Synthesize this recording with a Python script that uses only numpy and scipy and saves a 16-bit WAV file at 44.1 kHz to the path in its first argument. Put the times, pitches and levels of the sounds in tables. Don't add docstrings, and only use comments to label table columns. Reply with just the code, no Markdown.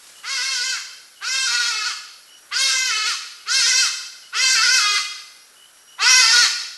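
import sys
import numpy as np
from scipy import signal
from scipy.fft import rfft, irfft, next_fast_len
from scipy.io import wavfile
from scipy.ndimage import uniform_filter1d, minimum_filter1d

SR = 44100
rng = np.random.default_rng(int(sys.argv[2]) if len(sys.argv) > 2 else 0)


def dump_mix(stems):
    frames = np.atleast_2d(stems).T
    limited = np.clip(frames, -1, 1)
    pcm = np.round(limited * 32767).astype(np.int16)
    wavfile.write(sys.argv[1], SR, pcm)


N = 298557
TIME = np.arange(N) / SR


def amp(db):
    return 10 ** (np.asarray(db) / 20)


def unit(x):
    return x / np.sqrt(np.mean(x ** 2) + 1e-20)


def steady(x, size=1300):
    return x / np.sqrt(abs(uniform_filter1d(x ** 2, size)) + 1e-12)


def read(points, hz):
    f, value = np.transpose(points)
    return np.interp(np.log(hz + 1), np.log(f + 1), value)


def add(mix, start_s, sound):
    part = mix[max(round(start_s * SR), 0):][:len(sound)]
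    part += sound[:len(part)]


def colour(x, points):
    size = next_fast_len(len(x) + 2048)
    gain = amp(read(points, np.fft.rfftfreq(size, 1 / SR)))
    return irfft(rfft(x, size) * gain, size)[:len(x)]


def wander(hz):
    size = next_fast_len(N)
    f = np.fft.rfftfreq(size, 1 / SR)
    spectrum = rfft(rng.standard_normal(size)) / np.sqrt(1 + (f / hz) ** 4)
    return unit(irfft(spectrum)[:N])


def lowpass(x, hz):
    return signal.oaconvolve(x, signal.firwin(601, hz, window=("kaiser", 8), fs=SR), "same")


# f/Hz, level/dB
CREEK_SPECTRUM = [(20, -7), (100, -8), (500, 3), (1000, 0.5), (1450, 11.5), (2000, 3), (3500, -3),
                  (5200, 1), (6500, -3), (8000, 1), (12000, -1.5)]


def creek(level_db=-53):
    wash = unit(colour(rng.standard_normal(N), CREEK_SPECTRUM))
    return amp(level_db) * wash * amp(0.7 * wander(4))


def insects(level_db=-59, centre_hz=10800):
    drone = unit(wander(660) * np.sin(2 * np.pi * centre_hz * TIME))
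    return amp(level_db) * drone * amp(0.53 * wander(25))


def rustle(level_db=-46):
    spectrum = [(100, -10), (1000, -0.5), (3300, 3.5), (5200, 5.5), (8000, 3.5), (12000, -3.5)]
    hiss = unit(colour(rng.standard_normal(N), spectrum))
    swell = np.interp(TIME, [0, 0.05, 0.09, 0.24, 0.4], [0.86, 1, 1, 1, 0.36])
    return amp(level_db) * hiss * swell * amp(1.5 * wander(40))


# f/Hz, t60/s
FOREST_T60 = [(400, 0.88), (1400, 0.83), (2800, 0.89), (5000, 0.96), (8000, 0.78), (12000, 0.86)]
# f/Hz, gain/dB
SCATTER_SPECTRUM = [(500, -5.5), (1400, -1.5), (2300, -0.5), (3200, 3), (4500, 0), (10000, 6)]


def forest(x, near_db, far_db, near_t60_s=0.19, bloom_s=0.018):
    t = np.arange(SR) / SR
    near, far = rng.standard_normal((2, SR)) * (rng.random((2, SR)) < 2500 / SR)
    hz, when, z = signal.stft(far * np.minimum(t / bloom_s, 1), SR, nperseg=256)
    decay = amp(-60 * when / read(FOREST_T60, hz)[:, None])
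    far = signal.istft(z * decay, SR, nperseg=256)[1][:SR]
    near = near * amp(-60 * t / near_t60_s) * (t > 0.003)
    echoes = amp(near_db) * near / np.linalg.norm(near) + amp(far_db) * far / np.linalg.norm(far)
    return x + colour(signal.fftconvolve(x, echoes)[:N], SCATTER_SPECTRUM)


# t/s, length/s, level/dB
TRILL_ROWS = [(0.14, 0.087, -54.5), (1.146, 0.13, -55), (2.263, 0.12, -55), (3.38, 0.05, -55),
              (4.214, 0.077, -53), (5.538, 0.17, -57), (5.728, 0.094, -68), (5.863, 0.11, -55.5)]


def trills(drift, pitch_hz=2970, throb_hz=68):
    out = np.zeros(N)
    for start_s, length_s, level_db in TRILL_ROWS:
        t = np.arange(0, length_s, 1 / SR)
        throb = np.sin(2 * np.pi * throb_hz * t)
        hz = pitch_hz * (1 + 0.0027 * throb + 0.015 * drift[:len(t)])
        tone = np.sin(2 * np.pi * np.cumsum(hz) / SR)
        swell = (1 + 0.5 * throb) * signal.windows.tukey(len(t), 0.5)
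        add(out, start_s, amp(level_db) * unit(tone * swell))
    return out


# t/s, length/s, start f/Hz, end f/Hz, level/dB
WHISTLE_ROWS = [(2.208, 0.31, 5510, 5720, -62), (5.353, 0.19, 5560, 5740, -64),
                (5.662, 0.45, 5650, 5720, -63)]


def whistles(drift):
    out = np.zeros(N)
    for start_s, length_s, start_hz, end_hz, level_db in WHISTLE_ROWS:
        u = np.arange(0, length_s, 1 / SR) / length_s
        glide_hz = start_hz + (end_hz - start_hz) * np.sin(np.pi * u / 2)
        turns = np.cumsum(glide_hz * (1 + 0.0046 * drift[:len(u)])) / SR
        add(out, start_s, amp(level_db) * unit(np.sin(2 * np.pi * turns) * np.sin(np.pi * u)))
    return out


def small_birds(gain_db=2.0):
    drift = wander(93)
    return amp(gain_db) * forest(trills(drift) + whistles(drift), near_db=-8, far_db=-10)


# t/s, level/dB
CLICK_ROWS = [(.054, -37), (3.797, -27), (4.757, -18.5), (6.105, -12.5), (6.150, -21), (6.185, -18),
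              (6.428, -22)]
# t/s, length/s, level/dB
CRACKLE_RUN = (6.34, .1, -22)
CRACKLES_PER_S = 170


def clicks(decay_s=0.00005):
    out, snap = np.zeros(N), np.exp(-TIME[:64] / decay_s)
    for start_s, level_db in CLICK_ROWS:
        add(out, start_s, amp(level_db) * snap)
    run_s, length_s, level_db = CRACKLE_RUN
    for start_s in run_s + length_s * rng.random(round(CRACKLES_PER_S * length_s)):
        add(out, start_s, amp(level_db) * rng.standard_normal() * snap)
    return out


def held(rows, t):
    start, length, *values = np.transpose(rows)
    inside = np.minimum(t[:, None] - start, start + length - t[:, None])
    ease = 0.5 + 0.5 * np.sin(np.pi * np.clip(inside / SLIP_S, -0.5, 0.5))
    return np.array(values) @ ease.T


# t/s, length/s, drop f/Hz, effort change level/dB, treble change level/dB
SLIP_ROWS = [(.365, 0.068, 42, 3, -.5), (.55, 0.097, 39.7, 1.5, 4), (1.465, 0.22, 48, 3, -0.5),
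             (1.70, 0.16, 86, 1, -0.5), (2.72, .18, 7.7, -1.5, -3.5), (2.90, 0.16, 84.3, 2.5, -3.5),
             (3.05, 0.085, 37.7, 2.5, 0.5), (3.61, .06, 65, 2, 2.5), (3.705, 0.039, 22.4, -0.5, -5.5),
             (4.555, 0.072, 72, 1.5, 2), (4.655, .045, 32.7, 0.5, 0.5), (4.79, 0.23, 92, -0.27, 2),
             (6.215, .105, 57, -1, 6.5), (6.32, .2, 24.7, -2, 3)]
# t/s, length/s, period doubling/0-1, added rasp (negative clears)
BREAK_ROWS = [(.29, 0.31, 0.43, .35), (1.34, 0.048, 0.57, 0), (1.46, 0.0513, 0, 0.49),
              (1.495, 0.193, 0.85, 0.33), (2.66, 0.084, 0.84, 0.6), (2.96, 0.071, 0.47, 0.41),
              (3.53, 0.27, 0.2, 0.07), (4.47, 0.058, 0.45, 0.38), (4.83, 0.149, 0, -.1),
              (6.06, 0.066, 0.58, 0.04), (6.30, 0.11, 0.62, 0.04)]
SLIP_S = 0.0427
SCOOP_HZ, SAG_HZ_PER_S = 202.7, 40
END_HZ, DROP_HZ_PER_S = 341.5, 1900
WOBBLE = 0.008
DIP_DB, DIP_S = -0.5, 0.085
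EFFORT_DB_PER_HZ, TREBLE_DB_PER_HZ = 0.0529, 0.04
RASP_HELD, RASP_EDGE, RASP_SLIP, RASP_TREBLE_DB = 0.15, 0.85, 0.55, 3
RASP_START_S, RASP_END_S, EDGE_DOUBLING = 0.0618, 0.073, 0.6
RELEASE_S, RELEASE_DB = 0.027, -19.5


def gesture(t, scoop_s, top_hz, top_db, tiring_db_per_s, bright_db):
    age, left = t - t[0], t[-1] - t
    drop_hz, push_db, shine_db = held(SLIP_ROWS, t)
    doubling, added_rasp = held(BREAK_ROWS, t)
    scoop_hz = SCOOP_HZ * np.maximum(1 - age / scoop_s, 0) ** 2
    hz = top_hz - scoop_hz - SAG_HZ_PER_S * age - drop_hz
    hz = np.minimum(hz, END_HZ + DROP_HZ_PER_S * left)
    hz = hz * (1 + WOBBLE * wander(13.93)[:len(t)])
    dip_db = DIP_DB * np.exp(-((age - 1.57 * scoop_s) / DIP_S) ** 2)
    edges = np.exp(-(age / RASP_START_S) ** 2) + np.exp(-(left / RASP_END_S) ** 2)
    slipping = np.tanh(abs(np.gradient(drop_hz, t)) / 1000)
    rasp = np.clip(RASP_HELD + RASP_EDGE * edges + RASP_SLIP * slipping + added_rasp, 0, 1)
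    effort_db = top_db - tiring_db_per_s * age + dip_db + push_db
    effort_db = effort_db + EFFORT_DB_PER_HZ * (hz - top_hz)
    effort_db = effort_db + RELEASE_DB * np.maximum(1 - left / RELEASE_S, 0)
    treble_db = bright_db + shine_db + dip_db + RASP_TREBLE_DB * rasp
    treble_db = treble_db + TREBLE_DB_PER_HZ * (hz - top_hz)
    return hz, effort_db, treble_db, rasp, np.clip(doubling + EDGE_DOUBLING * edges, 0, 1)


def windpipe(hz, lowest_hz=291, reflection=0.42):
    return 1 / abs(1 + reflection * np.exp(-1j * np.pi * hz / lowest_hz))


# f/Hz, level/dB
THROAT_SPECTRUM = [(300, -27), (520, -13.5), (720, -16.5), (870, -23), (1050, -3.5), (1320, 8.5), (1700, 6),
                   (2100, 2), (2650, 2), (3200, -1.5), (3750, -3), (4450, 1.5), (5500, -1.5), (7500, -11.5),
                   (11800, -29)]
NASAL_HZ, NASAL_WIDTH_HZ = 2210, 89
BRASS_DB, BRASS_HARMONIC, BRASS_WIDTH = 4.5, 10.7, 0.96
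TREBLE_LAG_S = 0.057


def cry(start_s, length_s, attack_s, scoop_s, top_hz, top_db, tiring_db_per_s, bright_db,
        lowering_hz, nasal_db, smear=0.07, hiss_db=-4, hiss_hz=3900, open_hz=430):
    t = start_s + np.arange(0, length_s, 1 / SR)
    age = t - start_s
    hz, effort_db, treble_db, rasp, doubling = gesture(
        t, scoop_s, top_hz, top_db, tiring_db_per_s, bright_db)
    jitter = 0.004 * wander(40)[:len(t)] + 0.028 * rasp ** 1.5 * wander(90)[:len(t)]
    turns = np.cumsum(hz * (1 + jitter)) / SR
    shift_hz = 3 * np.maximum(open_hz - hz, 0) + lowering_hz
    pairing = 0.65 * doubling ** 1.5
    flutter_db = 3.3 * wander(22)
    grid = np.arange(0, SR / 2, 10)
    nasal = np.exp(-((grid - NASAL_HZ) / NASAL_WIDTH_HZ) ** 2)
    throat = amp(read(THROAT_SPECTRUM, grid) + nasal_db * nasal)
    pipe = windpipe(grid)
    step = np.exp(1j * np.pi * turns)
    line, voice = step, np.zeros(len(t))
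    for k, place in enumerate(rng.random(58), 2):
        line = line * step
        partial_hz = k * hz / 2
        gain = np.interp(partial_hz + shift_hz * (k > 3), grid, throat)
        gain = gain * np.interp(partial_hz, grid, pipe)
        gain = gain * amp(BRASS_DB * np.exp(-((k / 2 - BRASS_HARMONIC) / BRASS_WIDTH) ** 2))
        gain = gain * amp(flutter_db[int(place * (N - SR)):][:len(t)])
        spread = (line * np.exp(-1j * smear * k ** 2)).real
        voice += gain * spread * (pairing if k % 2 else 1)
    low = signal.sosfiltfilt(signal.butter(8, 3700, fs=SR, output="sos"), voice)
    puffs = (2 + np.cos(2 * np.pi * turns)) * rng.standard_normal(N)[:len(t)]
    hiss_gain_db = 20 * np.log10(throat / (1 + (hiss_hz / (grid + 1)) ** 10))
    hiss = colour(puffs, np.transpose([grid, hiss_gain_db]))
    high = unit(voice - low) + amp(hiss_db) * np.sqrt(rasp) * unit(hiss)
    treble = amp(treble_db) * np.minimum(age / TREBLE_LAG_S, 1)
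    voice = (steady(low) + treble * steady(high)) / np.sqrt(1 + treble ** 2)
    fade = np.minimum(age / attack_s, 1) * np.minimum((t[-1] - t) / 0.011, 1)
    return start_s, amp(effort_db) * voice * fade


# t/s, length/s, attack/s, scoop/s, top f/Hz,
# effort level/dB, tiring/(dB/s), treble over low band level/dB, throat lowering f/Hz, nasal ring level/dB
CRY_ROWS = [(0.229, 0.58, 0.017, 0.099, 544, -25.5, -3.5, 0.8, 64, 2),
            (1.206, 0.74, 0.021, 0.13, 538.7, -22.5, -1, 2, 43, 0),
            (2.508, 0.66, 0.017, 0.11, 539.2, -18.5, 5, 3.5, 9, 1.5),
            (3.453, 0.45, 0.046, .105, 534.1, -18, -2.5, 4.5, 11, 2.5),
            (4.321, 0.69, 0.028, .12, 527.9, -18, -6.5, 0.4, 1, -0.5),
            (5.978, 0.51, 0.05, 0.14, 518.4, -13, -4.5, 0.6, 103, 2)]


def ibis():
    out = np.zeros(N)
    for row in CRY_ROWS:
        add(out, *cry(*row))
    return forest(out, near_db=-6, far_db=-4.5)


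EDGE_HZ, TOP_HZ = 12000, 15860


def scene():
    birds = ibis() + small_birds()
    background = creek() + insects() + rustle()
    mono = lowpass(birds + background, EDGE_HZ) + clicks()
    return np.array([mono, mono])


def record(dry):
    ceiling, size = 0.76, 65
    gain = np.minimum(1, ceiling / (abs(dry).max(0) + 1e-9))
    gain = uniform_filter1d(minimum_filter1d(gain, size), size)
    return np.array([lowpass(x * gain, TOP_HZ) for x in dry])


dry = scene()
out = record(dry)
dump_mix(out)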